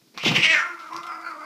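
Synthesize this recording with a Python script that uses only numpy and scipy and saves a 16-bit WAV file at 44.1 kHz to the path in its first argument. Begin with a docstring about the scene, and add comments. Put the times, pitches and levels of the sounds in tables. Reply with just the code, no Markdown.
"""Soft bumps and paw scuffs come first, as a cornered cat turns against living room furniture.
It spits twice as its breath builds into a hiss: air rushing through the open mouth.
The voice joins in, the mouth closes, and uneven pulses of the vocal folds make a rough growl.
Claws tick on the hard floor. The room adds a short echo and a faint background noise."""
import sys
import numpy as np
from scipy import signal
from scipy.fft import rfft, irfft
from scipy.io import wavfile
from scipy.ndimage import uniform_filter1d

SR = 44100
rng = np.random.default_rng(int(sys.argv[2]) if len(sys.argv) > 2 else 0)


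def waveform_to_disk(signal):
    """Save audio, clipped to [-1, 1], as 16-bit WAV at the path in sys.argv[1]."""
    frames = np.transpose(np.atleast_2d(signal))
    scaled = np.clip(frames, -1, 1) * 32767
    samples = np.round(scaled).astype(np.int16)
    wavfile.write(sys.argv[1], SR, samples)


N = 63945
T = np.arange(N) / SR

# the body bumps the furniture and paws land (time [s], level [dB], decay [s])
BUMPS = [(0.013, -58, 0.017), (.07, -59, 0.022), (0.141, -49.5, 0.033), (.165, -44.5, .01),
         (0.234, -32.5, 0.045), (0.26, -20.5, .018), (0.276, -24.5, 0.037), (0.31, -23, 0.032),
         (.338, -27, 0.0087), (.376, -24.5, 0.006), (0.394, -33, 0.011), (0.936, -52.5, 0.034),
         (0.977, -52, .03)]
# tone colour of a thud: how strong its lows and highs are (frequency [Hz], level [dB])
BUMP_COLOUR = [(30, -62), (95, -31), (135, 0.5), (210, -5.5), (270, -8), (370, -16), (600, -18),
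               (1200, -24), (2500, -27), (8000, -52.5)]
# ringing notes of the furniture (frequency [Hz], level [dB], time to fade by 60 dB [s])
WOOD_NOTES = [(138.8, -6, 0.23), (180, -6.5, 0.078), (212, -15, 0.26), (357, -4.5, 0.074)]
# paws scuff the floor (time [s], level [dB], rise [s], decay [s])
SCUFFS = [(0.142, -53, 0.00067, 0.022), (.176, -33, 0.00068, 0.02), (.232, -34, 0.0013, 0.037),
          (.311, -30.5, 0.0029, 0.015), (.345, -30.5, 0.012, 0.027), (0.531, -43, 0.0067, 0.018),
          (.785, -49, .01, 0.07), (0.921, -47, 0.02, 0.017)]
# tone colour of a scuff (frequency [Hz], level [dB])
SCUFF_COLOUR = [(200, -11), (700, -8.5), (1100, 6.5), (1500, -4), (2500, -1), (5500, -3.5), (8500, -27),
                (13000, -23.5), (16000, -33)]

OPEN_HZ = 2491  # resonance of the open mouth: the frequency it rings at
RATTLE_HZ, GROWL_RATTLE_DB, HISS_RATTLE_DB = 88.5, 2.5, 1.5  # speed and depth of uneven surges of air
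# breath of the hiss (time [s], level [dB], mouth resonance [Hz])
HISS = [(.12, -85, 2400), (.18, -41.5, 2280), (.235, -33.5, 2650), (.28, -27, 2500), (.33, -34.5, 2680),
        (.385, -22, 2315), (.416, -26.5, 2630), (.436, -15.5, 2640), (.462, -15.5, 2430),
        (.482, -23.5, 2224), (.505, -16.5, 2330), (.53, -18, 2140), (.55, -17, 1963), (.575, -23, 1830),
        (.607, -24.5, 1600), (.64, -46, 1450), (.72, -44, 1370), (.8, -90, 1330)]
# tone colour of the hiss with the mouth at OPEN_HZ (frequency [Hz], level [dB])
HISS_COLOUR = [(200, -29.5), (750, -30.5), (1050, -23.5), (1400, -19), (1720, -22.5), (2000, -5),
               (2380, -2), (2850, -4), (3300, -13), (4000, -22.5), (4900, -22), (7000, -39), (8300, -39),
               (9500, -51), (16000, -51)]
# high hiss resonances (open-mouth frequency [Hz], shift with the mouth [Hz/Hz], width [Hz], level [dB])
HISS_HIGHS = [(5650, 0.056, 1150, -22.5), (7950, 1, 630, -29.5)]
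# how much of the hiss is voice (time [s], share [0-1])
VOICE_SHARE = [(.42, .02), (.465, .4), (.49, .88), (.52, .88), (.545, .5), (.62, .35)]
# how fast the vocal folds vibrate (time [s], pitch [Hz])
PITCH = [(.44, 317.7), (.48, 317.7), (.522, 328.1), (.555, 298.1), (.59, 302), (.635, 360.3), (.7, 347.1),
         (.76, 335), (.84, 315.5), (.9, 314.8), (.95, 338.5), (1.06, 341.4), (1.13, 329.4), (1.21, 327.6),
         (1.27, 340), (1.35, 309.8), (1.45, 306.9)]
JITTER_HZ = 110  # speed of the random wobble in pitch
# two spits (time [s], level [dB], rise [s], hold [s], decay [s], mouth resonance [Hz])
SPITS = [(0.244, -21, 0.009, .042, 0.0038, 2870), (.34, -18, 0.019, .01, 0.0083, 2600)]
# tone colour of a spit with the mouth at OPEN_HZ (frequency [Hz], level [dB])
SPIT_COLOUR = [(300, -15.5), (1450, -18.5), (1850, -5.5), (2250, -0.5), (2900, 1.5), (3600, -11.5),
               (4700, -15), (5700, -18.5), (7500, -39), (9500, -38), (14000, -42)]
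# the voice's two lowest tones (time [s], level at the pitch [dB], level an octave up [dB])
LOW_TONES = [(.42, -86, -59), (.46, -63, -44.5), (.52, -47.5, -38.5), (.56, -52, -43.5), (.62, -59, -63),
             (.67, -63, -54), (.73, -48.5, -76), (.79, -63.5, -63), (.89, -57.5, -54), (.975, -47.5, -92),
             (1.02, -60.5, -57.5), (1.12, -57, -60), (1.28, -56.5, -56), (1.45, -48.5, -47)]
# a second way the folds vibrate, near the octave (time [s], frequency [Hz], level [dB])
SECOND_VIBRATION = [(1.04, 735, -60), (1.095, 738, -51), (1.13, 751.2, -53), (1.22, 714, -59),
                    (1.27, 742, -63), (1.34, 690, -72), (1.45, 684, -56)]

# effort of the growl (time [s], level [dB], mouth resonance [Hz])
GROWL = [(.56, -28.5, 1578), (.61, -29, 1338), (.7, -38, 1409), (.765, -43, 1345), (.85, -42, 1360),
         (.895, -42.5, 1254), (.905, -43.5, 988), (.922, -33.5, 998), (.99, -35.5, 1219),
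         (1.018, -46, 1182), (1.06, -39, 1304), (1.11, -33, 1187), (1.16, -37, 1317), (1.188, -41.5, 1218),
         (1.235, -38.5, 1370), (1.278, -32.5, 1412), (1.325, -37, 1205), (1.375, -45, 1137),
         (1.4, -39, 1260), (1.45, -38.5, 1296)]
# resonance of the nose (time [s], frequency [Hz], level relative to the mouth [dB])
NOSE = [(.7, 5300, -45), (.9, 5300, -29), (.94, 5570, -22), (1.02, 5636, -18), (1.11, 4960, -22.5),
        (1.2, 4900, -23), (1.27, 4404, -17), (1.34, 4700, -25), (1.45, 4720, -23)]
# throat resonances that stay put (frequency [Hz], width [Hz], level [dB])
THROAT = [(693, 310, -49), (1100, 510, -14), (2034, 600, -12.5), (9500, 900, -46)]
# throat resonances that slide (multiple of the mouth resonance [ratio], width [Hz], level [dB])
SLIDING_THROAT = [(1.565, 240, -14)]
# tone colour of air leaking past the resonances (frequency [Hz], level [dB])
LEAK_COLOUR = [(150, -10), (500, -11), (1600, -4), (3300, -4), (6500, -10), (8500, -17), (15500, -23.5)]
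LEAK_DB, LEAK_FOLLOW = -50, .61  # level at full effort, share of the effort's dB changes it follows
# claws hit the floor (time [s], level [dB], decay [s], ring frequency [Hz])
TICKS = [(0.9326, -41, 0.0015, 3700), (0.964, -31, 0.0015, 4760), (0.9764, -46, .003, 4550),
         (1.0314, -42, 0.0087, 3220), (1.066, -41.5, 0.0057, 2919)]
# tone colour of a claw's crack (frequency [Hz], level [dB])
TICK_COLOUR = [(500, -15), (2500, 2), (3400, -6), (5200, -6), (7000, -8), (15000, -18.5)]

# how long the room rings on (frequency [Hz], time to fade by 60 dB [s])
ROOM_FADE = [(150, 0.36), (1000, 0.48), (3000, 0.34), (12000, 0.31)]
# echoes off floor, table and sofa (delay [s], gain [ratio])
ECHOES = [(.0031, -0.13), (.0058, 0.16), (.0094, -0.067), (0.0133, -0.11)]
# tone colour of the room's background noise (frequency [Hz], level [dB])
BACKGROUND_COLOUR = [(25, -59), (85, -38), (140, 0.5), (240, 2.5), (350, 4), (520, -12), (1000, -13.5),
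                     (2200, -16.5), (5000, -8.5), (8000, -18.5), (15500, -19.5)]
TAIL_DB, BACKGROUND_DB = -6.5, -61.5
LOW_CUT_HZ, HIGH_CUT_HZ, BASS_LEAK_DB = 121, 15450, -14


def amp(db):
    """Turns decibels into a gain to multiply by."""
    return 10 ** (np.asarray(db) / 20)


def unit(x):
    """Scales a signal to an average strength (rms) of 1."""
    return x / np.sqrt(np.mean(x ** 2) + 1e-20)


def steady(x, size=900):
    """Keeps the strength near 1 all along, averaging over `size` samples."""
    power = uniform_filter1d(uniform_filter1d(x ** 2, size), size)
    return x / np.sqrt(abs(power) + 1e-14)


def curves(rows):
    """Joins the rows of a time table with straight lines, one curve per column."""
    times, *columns = np.transpose(rows)
    return [np.interp(T, times, column) for column in columns]


def look_up(table, hz):
    """Reads between the rows of a frequency table, on a log scale."""
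    frequencies, values = np.transpose(table)
    return np.interp(np.log(hz + 1), np.log(frequencies + 1), values)


def add(mix, start, sound):
    """Mixes a sound in at a start time in seconds."""
    part = mix[max(round(start * SR), 0):][:len(sound)]
    part += sound[:len(part)]


def colour(x, table):
    """Gives a signal the tone colour in a table."""
    gain = amp(look_up(table, np.fft.rfftfreq(2 * N, 1 / SR)))
    return irfft(rfft(x, 2 * N) * gain)[:N]


def noise(table):
    """Noise of strength 1 with the given tone colour."""
    return unit(colour(rng.standard_normal(N), table))


def wander(hz):
    """A random wobble, with speeds up to about `hz`."""
    keep_slow = np.exp(-(np.fft.rfftfreq(N, 1 / SR) / hz) ** 2)
    return unit(irfft(rfft(rng.standard_normal(N)) * keep_slow, N))


def resonate(x, hz, width):
    """Lets through a band `width` Hz wide around a frequency that may move."""
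    spin = np.exp(2j * np.pi * np.cumsum(hz * np.ones(N)) / SR)
    r = np.exp(-np.pi * width / SR)
    # shift the band down to 0 Hz, smooth it, shift it back
    smoothed = signal.lfilter([(1 - r) ** 2], [1, -2 * r, r * r], x / spin)
    return 2 * (spin * smoothed).real


def strike(rise, decay, hold=0):
    """A loudness shape that rises, holds and dies away; times in seconds."""
    return np.minimum(T / rise, 1) * np.exp(-np.maximum(T - rise - hold, 0) / decay)


def bumps():
    """Each soft blow makes a dull thud and sets the wood ringing briefly."""
    out = np.zeros(N)
    ring = sum(amp(db - 60 * T / fade) * np.sin(2 * np.pi * hz * T) for hz, db, fade in WOOD_NOTES)
    for start, db, decay in BUMPS:
        thud = steady(noise(BUMP_COLOUR), size=400) * strike(rise=.0027, decay=decay)
        add(out, start, amp(db) * (thud + ring))
    return out


def paw_scuffs():
    """Paws rub the floor in short bursts of grainy noise."""
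    out = np.zeros(N)
    for start, db, rise, decay in SCUFFS:
        grainy = unit(noise(SCUFF_COLOUR) * amp(3.4 * wander(hz=540)))
        add(out, start, amp(db) * grainy * strike(rise, decay))
    return out


def count_cycles(hz, jitter, speed=JITTER_HZ):
    """Counts the cycles of a vibration whose pitch wobbles by the fraction `jitter`."""
    return np.cumsum(hz * (1 + jitter * wander(speed))) / SR


def vocal_folds(jitter, air_share):
    """The folds open once a cycle, giving a buzzy pulse and a puff of air."""
    cycles = count_cycles(curves(PITCH)[0], jitter)
    # harmonics (multiples of the pitch) from the third up; k * k smears each pulse over its cycle
    pulses = unit(sum(np.cos(2 * np.pi * (k * cycles + k * k / 36)) for k in range(3, 36)))
    puff_shape = .5 + np.exp(-(cycles % 1) / .45)
    puffs = unit(puff_shape * rng.standard_normal(N))
    return np.sqrt(1 - air_share) * pulses + np.sqrt(air_share) * puffs


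def hiss():
    """Air, joined by the voice, rushes through the mouth and sounds darker as it closes."""
    level, mouth_hz = curves(HISS)
    share = curves(VOICE_SHARE)[0]
    voice = vocal_folds(jitter=.007, air_share=.03)
    breath = np.sqrt(1 - share) * rng.standard_normal(N) + np.sqrt(share) * voice
    # colour each short slice to suit the mouth at that moment
    hz, times, slices = signal.stft(breath, SR, nperseg=512, noverlap=384)
    gain = amp(look_up(HISS_COLOUR, hz[:, None] * OPEN_HZ / np.interp(times, T, mouth_hz)))
    air = signal.istft(slices * gain, SR, nperseg=512, noverlap=384)[1][:N]
    for high_hz, shift, width, db in HISS_HIGHS:
        air += amp(db) * resonate(rng.standard_normal(N), high_hz + shift * (mouth_hz - OPEN_HZ), width)
    rattle = amp(HISS_RATTLE_DB * wander(RATTLE_HZ))
    return amp(level) * steady(air * rattle, size=600)


def spits():
    """Two sudden puffs of air burst from the open mouth before the hiss peaks."""
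    out = np.zeros(N)
    for start, db, rise, hold, decay, mouth_hz in SPITS:
        air = noise([(hz * mouth_hz / OPEN_HZ, level) for hz, level in SPIT_COLOUR])
        rattle = amp(HISS_RATTLE_DB * wander(RATTLE_HZ))
        add(out, start, amp(db) * steady(air * rattle, size=500) * strike(rise, decay, hold))
    return out


def moan():
    """The folds hum two clear low tones; later a second vibration splits the upper one."""
    cycles = count_cycles(curves(PITCH)[0], jitter=.0217)
    tones = sum(amp(db + 2.3 * wander(hz=50)) * np.sin(2 * np.pi * k * cycles)
                for k, db in enumerate(curves(LOW_TONES), 1))
    split_hz, split_db = curves(SECOND_VIBRATION)
    split = amp(split_db) * np.sin(2 * np.pi * count_cycles(split_hz, jitter=.015))
    return np.sqrt(2) * (tones * (T > LOW_TONES[0][0]) + split * (T > SECOND_VIBRATION[0][0]))


def growl():
    """Uneven, rattling pulses from the folds ring the mouth, nose and throat; some air leaks past."""
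    level, mouth_hz = curves(GROWL)
    nose_hz, nose_db = curves(NOSE)
    rattle = amp(GROWL_RATTLE_DB * wander(RATTLE_HZ))
    buzz = vocal_folds(jitter=.022, air_share=.5) * rattle
    voice = resonate(buzz, mouth_hz, width=457)
    voice += amp(nose_db) * resonate(buzz, nose_hz, width=600)
    voice += sum(amp(db) * resonate(buzz, hz, width) for hz, width, db in THROAT)
    voice += sum(amp(db) * resonate(buzz, ratio * mouth_hz, width) for ratio, width, db in SLIDING_THROAT)
    # the narrow centre of the mouth resonance almost whistles
    whistle = unit(np.sin(2 * np.pi * count_cycles(mouth_hz, jitter=.018, speed=120)) * rattle)
    voice = amp(level) * steady(steady(voice) + amp(-1) * whistle)
    leak = amp(LEAK_DB + LEAK_FOLLOW * (level - level.max())) * unit(colour(buzz, LEAK_COLOUR))
    return (voice + leak) * (T > GROWL[0][0])


def claw_ticks():
    """A claw hits the hard floor with a tiny crack and a high ring."""
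    out = np.zeros(N)
    for start, db, decay, hz in TICKS:
        ring = steady(resonate(rng.standard_normal(N), hz, width=1800), size=200)
        crack = amp(-5) * noise(TICK_COLOUR)
        add(out, start, amp(db) * (ring + crack) * strike(rise=.0012, decay=decay))
    return out


def room(x, gap=22, count=1200):
    """Nearby surfaces send back a few echoes; many more, about `gap` samples apart, blur into a tail."""
    bounces = np.zeros(gap * (count + 12))
    arrivals = gap * (np.arange(count) + 10) + rng.integers(0, gap, count)
    bounces[arrivals] = rng.choice([-1., 1.], count)
    hz, times, slices = signal.stft(bounces, SR, nperseg=256)
    fade = amp(-60 * times / look_up(ROOM_FADE, hz)[:, None])
    tail = signal.istft(slices * fade, SR, nperseg=256)[1]
    response = amp(TAIL_DB) * tail / np.linalg.norm(tail)
    response[0] += 1  # the sound that arrives directly
    for delay, gain in ECHOES:
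        response[round(delay * SR)] += gain
    return signal.fftconvolve(x, response / np.linalg.norm(response))[:N]


def scene():
    """The cat and its movements sound in the room, over faint background noise."""
    sounds = bumps() + paw_scuffs() + hiss() + spits() + moan() + growl() + claw_ticks()
    return (room(sounds) + amp(BACKGROUND_DB) * noise(BACKGROUND_COLOUR))[None]


def record(dry):
    """The microphone thins out the bass, and the very highest treble is cut off."""
    low_cut = signal.butter(4, LOW_CUT_HZ, "high", fs=SR, output="sos")
    thin = signal.sosfilt(low_cut, dry) + amp(BASS_LEAK_DB) * dry
    high_cut = signal.firwin(1023, HIGH_CUT_HZ, window=("kaiser", 9), fs=SR)
    return signal.oaconvolve(thin, high_cut[None], "same")


dry = scene()
out = record(dry)
waveform_to_disk(out)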